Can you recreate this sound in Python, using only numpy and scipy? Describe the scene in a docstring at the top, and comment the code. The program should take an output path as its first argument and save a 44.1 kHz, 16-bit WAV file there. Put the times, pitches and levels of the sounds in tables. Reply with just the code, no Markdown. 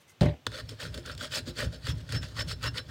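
"""Scraping a rusty axe head

Close to a bench in a quiet workshop, by a microphone that stands on the bench. Skin brushes rusty steel, the axe
head is set down, and a steel chisel taps it and scrapes asphalt off it in quick to-and-fro strokes.
Breaking grit is filtered noise, the singing blade a wavering sine, the ringing bench decaying sines and resonances.
Steel comes by air and off the walls, the bench straight through the stand; hum and hiss lie behind."""
import sys
import numpy as np
from scipy import signal
from scipy.fft import rfft, irfft, next_fast_len
from scipy.io import wavfile
from scipy.ndimage import uniform_filter1d, map_coordinates

SR = 44100
rng = np.random.default_rng(int(sys.argv[2]) if len(sys.argv) > 2 else 0)


def dump_mix(stems):
    """Bounce the given channels to the path in sys.argv[1] as a 16-bit WAV at rate SR."""
    frames = np.atleast_2d(stems).T  # one column per channel
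    limited = np.clip(frames, -1, 1)  # hard clip at full scale
    pcm = np.round(limited * 32767).astype(np.int16)
    wavfile.write(sys.argv[1], SR, pcm)


def undo_db(level):
    """Turn decibels back into plain size, where 20 dB means ten times bigger."""
    steps = np.asarray(level, float) / 20
    return 10 ** steps


N = 127890  # samples
T = np.arange(N) / SR  # time_s

# Chisel strokes: start_s, length_s, strength_db (before a common shift), bench_db (against the stroke),
# peak_share (part of the length before the hardest moment, held within 0.1 to 0.9)
STROKES = [(0.488, 0.14, -41.5, -6, 0.75), (0.676, 0.079, -54.5, 5, 0.51), (0.783, 0.13, -39, -6.5, 0.28),
           (0.913, 0.11, -54, 7.5, 0.69), (1.034, 0.13, -44.5, -4.5, 0.47), (1.182, 0.11, -40, -4, 0.47),
           (1.303, 0.11, -34, -6.5, 0.57), (1.457, 0.068, -46.5, 8, 0.38), (1.553, 0.13, -33.5, -4.5, 0.4),
           (1.717, 0.078, -52.5, 2.5, 0.15), (1.824, 0.11, -40.5, -8, 0.71),
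           (1.952, 0.07, -57.5, -16, 0.81), (2.077, 0.12, -38.5, -12, 0.65),
           (2.209, 0.17, -52.5, -2.5, 0.099), (2.349, 0.084, -32.5, -13.5, 0.73),
           (2.465, 0.084, -39.5, -7, 0.57), (2.608, 0.092, -31.5, -11, 0.58),
           (2.737, 0.075, -34, -11, 0.54), (2.872, 0.11, -48, -14, 0.32)]
# Steepness of the blade, heard as brightness of the grit: time_s, treble_db
BLADE_ANGLE = [(.55, -6), (.72, 5), (.84, -1.5), (1.0, 3.5), (1.1, -6), (1.23, 5), (1.36, 8.5), (1.49, 7.5),
               (1.61, 2), (1.88, 6), (2.13, -3.5), (2.25, 5), (2.4, -4), (2.51, 6), (2.66, -10),
               (2.78, -14)]
# Broad rattle of axe and chisel, relative spectrum: frequency_hz, density_db (per Hz)
STEEL_BROAD = [(410, -74), (700, -16), (863, -10.5), (1540, 5), (2020, -3.5), (2220, -5.5), (3370, -1.5),
               (4610, -5.5), (5840, -13.5), (7110, -14), (9480, -19), (10500, -28), (16000, -28)]
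# Modes of axe and chisel: frequency_hz, width_hz, level_db (over the broad rattle)
STEEL_MODES = [(1426, 35, -5.5), (1634, 30, 1), (1846, 46, 1.5), (2766, 27, 4.5), (3437, 20.3, 0.5),
               (4020, 24, 7), (4510, 310, -3), (5305, 30, 15.5)]
# Chatter of the blade: start_s, length_s, level_db, ring_out_t60_s
CHATTER = [(0.686, 0.0075, -47, .06), (1.885, 0.024, -48, .07), (2.16, 0.021, -40.5, 0.12),
           (2.395, 0.029, -39, 0.082), (2.482, 0.038, -50, 0.12), (2.667, 0.024, -38, 0.034)]
# Hard contacts: the axe head meets the bench, then the chisel's edge lands or catches:
# time_s, level_db (before a common shift), treble_db (against the level), t60_s
TAPS = [(0.2087, -19.5, -36, 0.028), (0.2137, -33, 15, 0.0078), (0.2193, -22.5, -26, 0.024),
        (0.2308, -23, -11, 0.026), (0.2463, -41, 16, 0.015), (0.2563, -27.5, -7, 0.021),
        (0.466, -13, -43, 0.028), (0.5175, -30.5, -29, 0.018), (0.6906, -30, 10.5, 0.04),
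        (0.801, -27, 4, 0.028), (0.942, -25.5, 4.5, 0.05), (0.976, -26, -2, 0.017), (1.059, -29, 10, 0.039),
        (1.115, -33, 4, 0.034), (1.15, -41, 17, 0.0088), (1.177, -37.5, 16.5, 0.032),
        (1.319, -26.5, -11, 0.03), (1.8682, -20, -20, 0.046), (1.9811, -44, 15, 0.018),
        (2.09, -26.5, -10, 0.047), (2.1231, -28.5, 17, 0.0076), (2.2287, -23.5, -23, 0.062),
        (2.629, -31.5, 12, 0.016), (2.6398, -19.5, -36, 0.017)]
# Resonances of the bench top, relative: frequency_hz, width_hz, level_db
BENCH_TOP = [(248.6, 38.4, -0.5), (349.6, 9.2, -1.5), (413.5, 51.5, -3.5), (512, 81, -0.5), (610, 41.2, 0)]
# The hand's shove on the bench: time_s, level_db
PUSH = [(0.449, -39.5), (0.49, -39), (0.57, -51), (0.63, -38), (0.67, -45), (0.71, -39), (0.8, -56.5),
        (0.84, -34), (1.01, -41), (1.04, -41.5), (1.18, -39), (1.24, -46.5), (1.49, -37.5), (1.55, -51),
        (1.6, -38), (1.658, -28.5), (1.72, -41), (1.79, -40.5), (1.81, -45), (1.88, -27.5), (1.919, -27),
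        (1.97, -36.5), (2.08, -38.5), (2.16, -21), (2.18, -29.5), (2.3, -43.5), (2.41, -30.5), (2.46, -30),
        (2.54, -38.5), (2.56, -39.5), (2.59, -41), (2.67, -26.5), (2.7, -31.5), (2.76, -43), (2.85, -45),
        (2.9, -34)]
# Lowest resonances of the bench, relative: frequency_hz, width_hz, level_db
BENCH_LOW = [(60.8, 14.94, 5), (114.5, 30.3, 2), (168.7, 15.4, -5.5), (257.3, 26.3, -17)]
# The axe head lands and rocks: time_s, level_db
LANDING = [(0.2123, -18.5), (0.218, -13.5), (.233, -20.5), (0.26, -22), (0.28, -42)]
# Bench under a heavy blow: frequency_hz, level_db (against the contact), t60_s (before the hand damps it)
BENCH_THUD = [(73, -9, 0.79), (108.5, 6.5, 0.16), (151.7, -1, 0.2), (196, -7, 0.102), (338, -16, 0.099),
              (474, -25, 0.11), (590, -10.5, 0.23), (622, -10, 0.055), (758, -13, 0.1), (954, -19, 0.051)]
# Loose crumbs and tools jumping, relative spectrum: frequency_hz, density_db (per Hz)
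LOOSE_RATTLE = [(150, -11), (250, 2.5), (444, -5.5), (761, -9), (1350, -23.5), (3000, -21.5), (6140, -39),
                (16000, -56)]
# A hand brushes the rusty steel: middle_s, half_length_s, level_db
BRUSHES = [(0.02, 0.019, -65.5), (0.101, 0.029, -59)]
# Skin on rust, relative spectrum: frequency_hz, density_db (per Hz)
SKIN = [(1000, -59), (1520, 0), (1690, -18), (2030, -3), (2740, -16), (5830, -10), (16000, -20)]
# Workshop hum and hiss, relative spectrum: frequency_hz, density_db (per Hz)
SHOP_HUM = [(30, -20), (110, 5), (200, -8), (575, -11), (1290, -15), (1890, -16), (2990, -14.5),
            (3430, -16), (4870, -23.5), (5880, -22), (10400, -34.5), (14800, -31), (16000, -34)]
# One faint brief tone: start_s, length_s, pitch_hz, level_db
SQUEAK = (.07, .055, 2050, -62)
# Reverberation: frequency_hz, t60_s
ROOM_DECAY = [(200, 1), (2000, 0.17), (10000, 0.22)]


def unit(x):
    """Scale to rms 1."""
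    return x / np.sqrt(np.mean(x ** 2) + 1e-20)


def along(points, hz):
    """Read (Hz, value) points on a log frequency axis."""
    f, value = np.transpose(points)
    return np.interp(np.log(hz + 1), np.log(f + 1), value)


def wobble(rate):
    """A smooth random curve, rate knots a second."""
    return map_coordinates(rng.standard_normal(N // 50), [T * rate])


def filtered(x, response):
    """Multiply the spectrum of x by a complex response of frequency."""
    size = next_fast_len(N + SR // 2)
    return irfft(rfft(x, size) * response(np.fft.rfftfreq(size, 1 / SR)), size)[:N]


def causal(points):
    """Minimum-phase response of a (Hz, dB) spectrum, by folding its cepstrum."""
    def response(hz):
        cepstrum = irfft(np.log(undo_db(np.maximum(along(points, hz), -90))))
        half = len(cepstrum) // 2
        cepstrum[1:half] *= 2
        cepstrum[half + 1:] = 0
        return np.exp(rfft(cepstrum))
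    return response


def resonant(peaks):
    """Causal sum of (Hz, width, dB) resonances with alternating signs."""
    def response(f):
        total = 0
        for k, (center, width, db) in enumerate(peaks):
            damping = 1j * f * width
            total = total + (-1) ** k * undo_db(db) * damping / (center ** 2 - f ** 2 + damping)
        return total
    return response


def gain(response):
    """Rms gain of a response for white input."""
    return np.sqrt(np.mean(np.abs(response(np.fft.rfftfreq(2 ** 15, 1 / SR))) ** 2))


def smooth_field(shape, bins, frames):
    """Random time-frequency pattern of rms 1, averaged over some bins and frames."""
    field = uniform_filter1d(rng.standard_normal(shape), size=bins, axis=0)
    return unit(uniform_filter1d(field, size=frames, axis=1))


def grit():
    """Crumbs breaking at random moments, in clumps, each patch of surface with its own colour."""
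    crumbs_per_s, spread_db = 9000, 2.2
    clump_db, patch_db, burst_db = 1.2, 3, 2.5  # stutter of the edge, slow colours, quick bursts in a band
    chance, size = rng.random((2, N))
    strength = undo_db(-spread_db * np.log(1 - .99 * size))
    crumbs = (chance < crumbs_per_s / SR) * strength * rng.standard_normal(N)
    z = signal.stft(crumbs * undo_db(clump_db * wobble(90)), nperseg=512)[2]
    patches = signal.istft(z * undo_db(patch_db * smooth_field(z.shape, 3, 9)), nperseg=512)[1]
    z = signal.stft(patches, nperseg=128)[2]
    bursts = signal.istft(z * undo_db(burst_db * smooth_field(z.shape, 4, 4)), nperseg=128)[1]
    return unit(bursts[:N])


def steel(f, modes_db=0):
    """Axe head and chisel: a broad rattle with modes standing out."""
    return causal(STEEL_BROAD)(f) * (1 + undo_db(modes_db) * resonant(STEEL_MODES)(f))


def treble(f):
    """The top of the steel's rattle, through a second-order high-pass."""
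    return steel(f) * (1j * f / (3300 + 1j * f)) ** 2


def scrape():
    """Each stroke swells to its hardest moment and lifts; grit sounds in the steel and, duller, in the bench."""
    rest_s, rest_db, rest_wood_db = .47, -65.5, -64  # from rest_s on the edge drags faintly
    peak_db, sag_db = -0.5, 6  # common level shift; even sag away from the hardest moment
    bite_db, lift_db, suddenness = 20.5, 30, 3.2  # further fall at start and end, and its exponent
    bright_per_db = .1  # treble dB gained per dB of lighter touch
    resting = T > rest_s
    edge = undo_db(rest_db + 1.43 * wobble(25.53)) * resting
    light = undo_db(rest_db + 8.5) * resting
    wood = undo_db(rest_wood_db) * resting
    for start, length, db, wood_db, share in STROKES:
        share = np.clip(share, .1, .9)
        top = start + share * length
        before = T < top
        # distance from the hardest moment: 1 at either end of the stroke
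        u = np.where(before, (top - T) / share, (T - top) / (1 - share)) / length
        u = np.minimum(u, 3)
        fall_db = sag_db * u + np.where(before, bite_db, lift_db) * u ** suddenness
        stroke = undo_db(db + peak_db - fall_db)
        treble_db = np.interp(top, *np.transpose(BLADE_ANGLE)) + bright_per_db * (-22.5 - db)
        edge = edge + stroke
        wood = wood + stroke * undo_db(wood_db)
        light = light + stroke * undo_db(treble_db)
    bench = resonant(BENCH_TOP)
    metal = filtered(edge * grit(), steel) + filtered(light * grit(), treble)
    return metal / gain(steel) + filtered(wood * grit(), bench) / gain(bench)


def chatter():
    """The blade's lengthwise mode, driven unevenly while the edge chatters and ringing out after."""
    blade_hz, waver_hz, rough_db, attack_s = 5315, 8, 1.2, 0.0023
    drive = np.zeros(N)
    for start, length, db, t60 in CHATTER:
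        ring_out_db = -60 * np.maximum(T - start - length, 0) / t60
        drive += undo_db(db + ring_out_db) * np.clip((T - start) / attack_s, 0, 1)
    tone = np.sin(2 * np.pi * np.cumsum(blade_hz + waver_hz * wobble(60)) / SR)
    return np.sqrt(2) * drive * undo_db(rough_db * wobble(180)) * tone


def taps():
    """Short hard contacts: a crumbly burst into the steel, a knock into the bench top."""
    shift_db, rise = -10.5, 0.041  # common level shift; attack time constant as a share of t60
    snap_db, snap_grows, snap_t60_s = 12, .6, .007  # first crack, sharper for harder contacts
    knock_db, knock_grows, knock_s = -16, 1.2, .0003  # push into the bench, much stronger for hard contacts
    bench_db, modes_db = -9.5, -9  # share of the bench; a hard contact barely wakes the steel's modes
    force, bright, knock = np.zeros((3, N))
    for start, db, treble_db, t60 in TAPS:
        t = np.maximum(T - start, 0)
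        snap = undo_db(snap_db + snap_grows * (db + 15.5) - 60 * t / snap_t60_s)
        attack = 1 - np.exp(-t / (rise * t60))
        burst = undo_db(db + shift_db) * (undo_db(-60 * t / t60) + snap) * attack
        force += burst
        bright += burst * undo_db(treble_db)
        pulse = t / knock_s * np.exp(1 - t / knock_s)
        knock += undo_db(db + knock_db + knock_grows * (db + 14.5)) * pulse
    crumbs = rng.standard_normal(N)
    bench = resonant(BENCH_TOP)
    metal = filtered(force * crumbs, lambda f: steel(f, modes_db)) + filtered(bright * crumbs, treble)
    wood = filtered(force * crumbs + knock, bench)
    return metal / gain(steel) + undo_db(bench_db) * wood / gain(bench)


def shove():
    """The uneven push of the hand, a noise force, shakes the bench's lowest modes."""
    time, db = np.transpose(PUSH)
    bench = resonant(BENCH_LOW)
    onset = np.clip((T - time[0]) / 0.0065, 0, 1)
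    push = undo_db(np.interp(T, time, db) + 1.02 * wobble(40)) * onset
    return filtered(push * rng.standard_normal(N), bench) / gain(bench)


def landing():
    """The head drops and rocks; every contact rings the bench and makes loose things jump."""
    scatter_db, attack_s = 2.5, .0012
    rattle_db, rattle_t60_s = -16, 0.24
    settle_s, settle_t60_s = .325, .15  # the hand presses the head down and damps the bench
    ring, jump = np.zeros((2, N))
    for start, db in LANDING:
        t = np.maximum(T - start, 0)
        attack = 1 - np.exp(-t / attack_s)
        for hz, mode_db, t60 in BENCH_THUD:
            level_db = db + mode_db + scatter_db * rng.standard_normal()
            ring += undo_db(level_db - 60 * t / t60) * np.sin(2 * np.pi * hz * t) * attack
        jump += undo_db(db + rattle_db - 60 * t / rattle_t60_s) * (t > 0)
    damping = undo_db(-60 * np.maximum(T - settle_s, 0) / settle_t60_s)
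    loose = causal(LOOSE_RATTLE)
    return ring * damping + filtered(jump * grit(), loose) / gain(loose)


def brush():
    """Soft dry rustle of skin on rust: grit swelling and fading under a coloured filter."""
    touch = np.zeros(N)
    for middle, half, db in BRUSHES:
        touch += undo_db(db - 14 * np.minimum(np.abs(T - middle) / half, 3) ** 3)
    skin = causal(SKIN)
    return filtered(touch * grit(), skin) / gain(skin)


def room(x):
    """The room's answer: a noise tail, each frequency dying at its own speed."""
    hz, t, z = signal.stft(rng.standard_normal(SR // 2), SR, nperseg=256)
    decay = undo_db(-60 * t / along(ROOM_DECAY, hz)[:, None])
    tail = signal.istft(z * decay, SR, nperseg=256)[1]
    late = np.pad(x, (200, 0))  # samples of delay
    return signal.fftconvolve(late, tail / np.linalg.norm(tail))[:N]


def shop():
    """Nearly steady hum and hiss of the workshop, shaped from noise, and one faint squeak."""
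    hum = unit(filtered(rng.standard_normal(N), lambda hz: undo_db(along(SHOP_HUM, hz))))
    start, length, hz, db = SQUEAK
    swell = np.sin(np.pi * np.clip((T - start) / length, 0, 1))
    squeak = undo_db(db) * swell * np.sin(2 * np.pi * hz * T)
    return undo_db(-61 + 0.12 * wobble(3.3)) * hum + squeak


def scene():
    """Steel sounds reach the microphone by air and off the walls, the bench straight through its stand."""
    room_db = -19.5
    air = scrape() + chatter() + taps() + brush()
    mix = air + undo_db(room_db) * room(air) + shove() + landing() + shop()
    return mix[None]


def band_limit(x):
    """A steep low-pass at the top of the band."""
    return signal.sosfilt(signal.butter(12, 17030, fs=SR, output="sos"), x)


def record(dry):
    """A phone microphone drops the deepest bass; then a sharp edge ends the spectrum at top_hz."""
    low_cut_hz, top_hz = 47, 15850

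    def response(f):
        bass_cut = (1j * f / (low_cut_hz + 1j * f)) ** 3
        return bass_cut * (f < top_hz)

    heard = filtered(dry[0], response)
    return band_limit(heard[None])


dry = scene()
out = record(dry)
dump_mix(out)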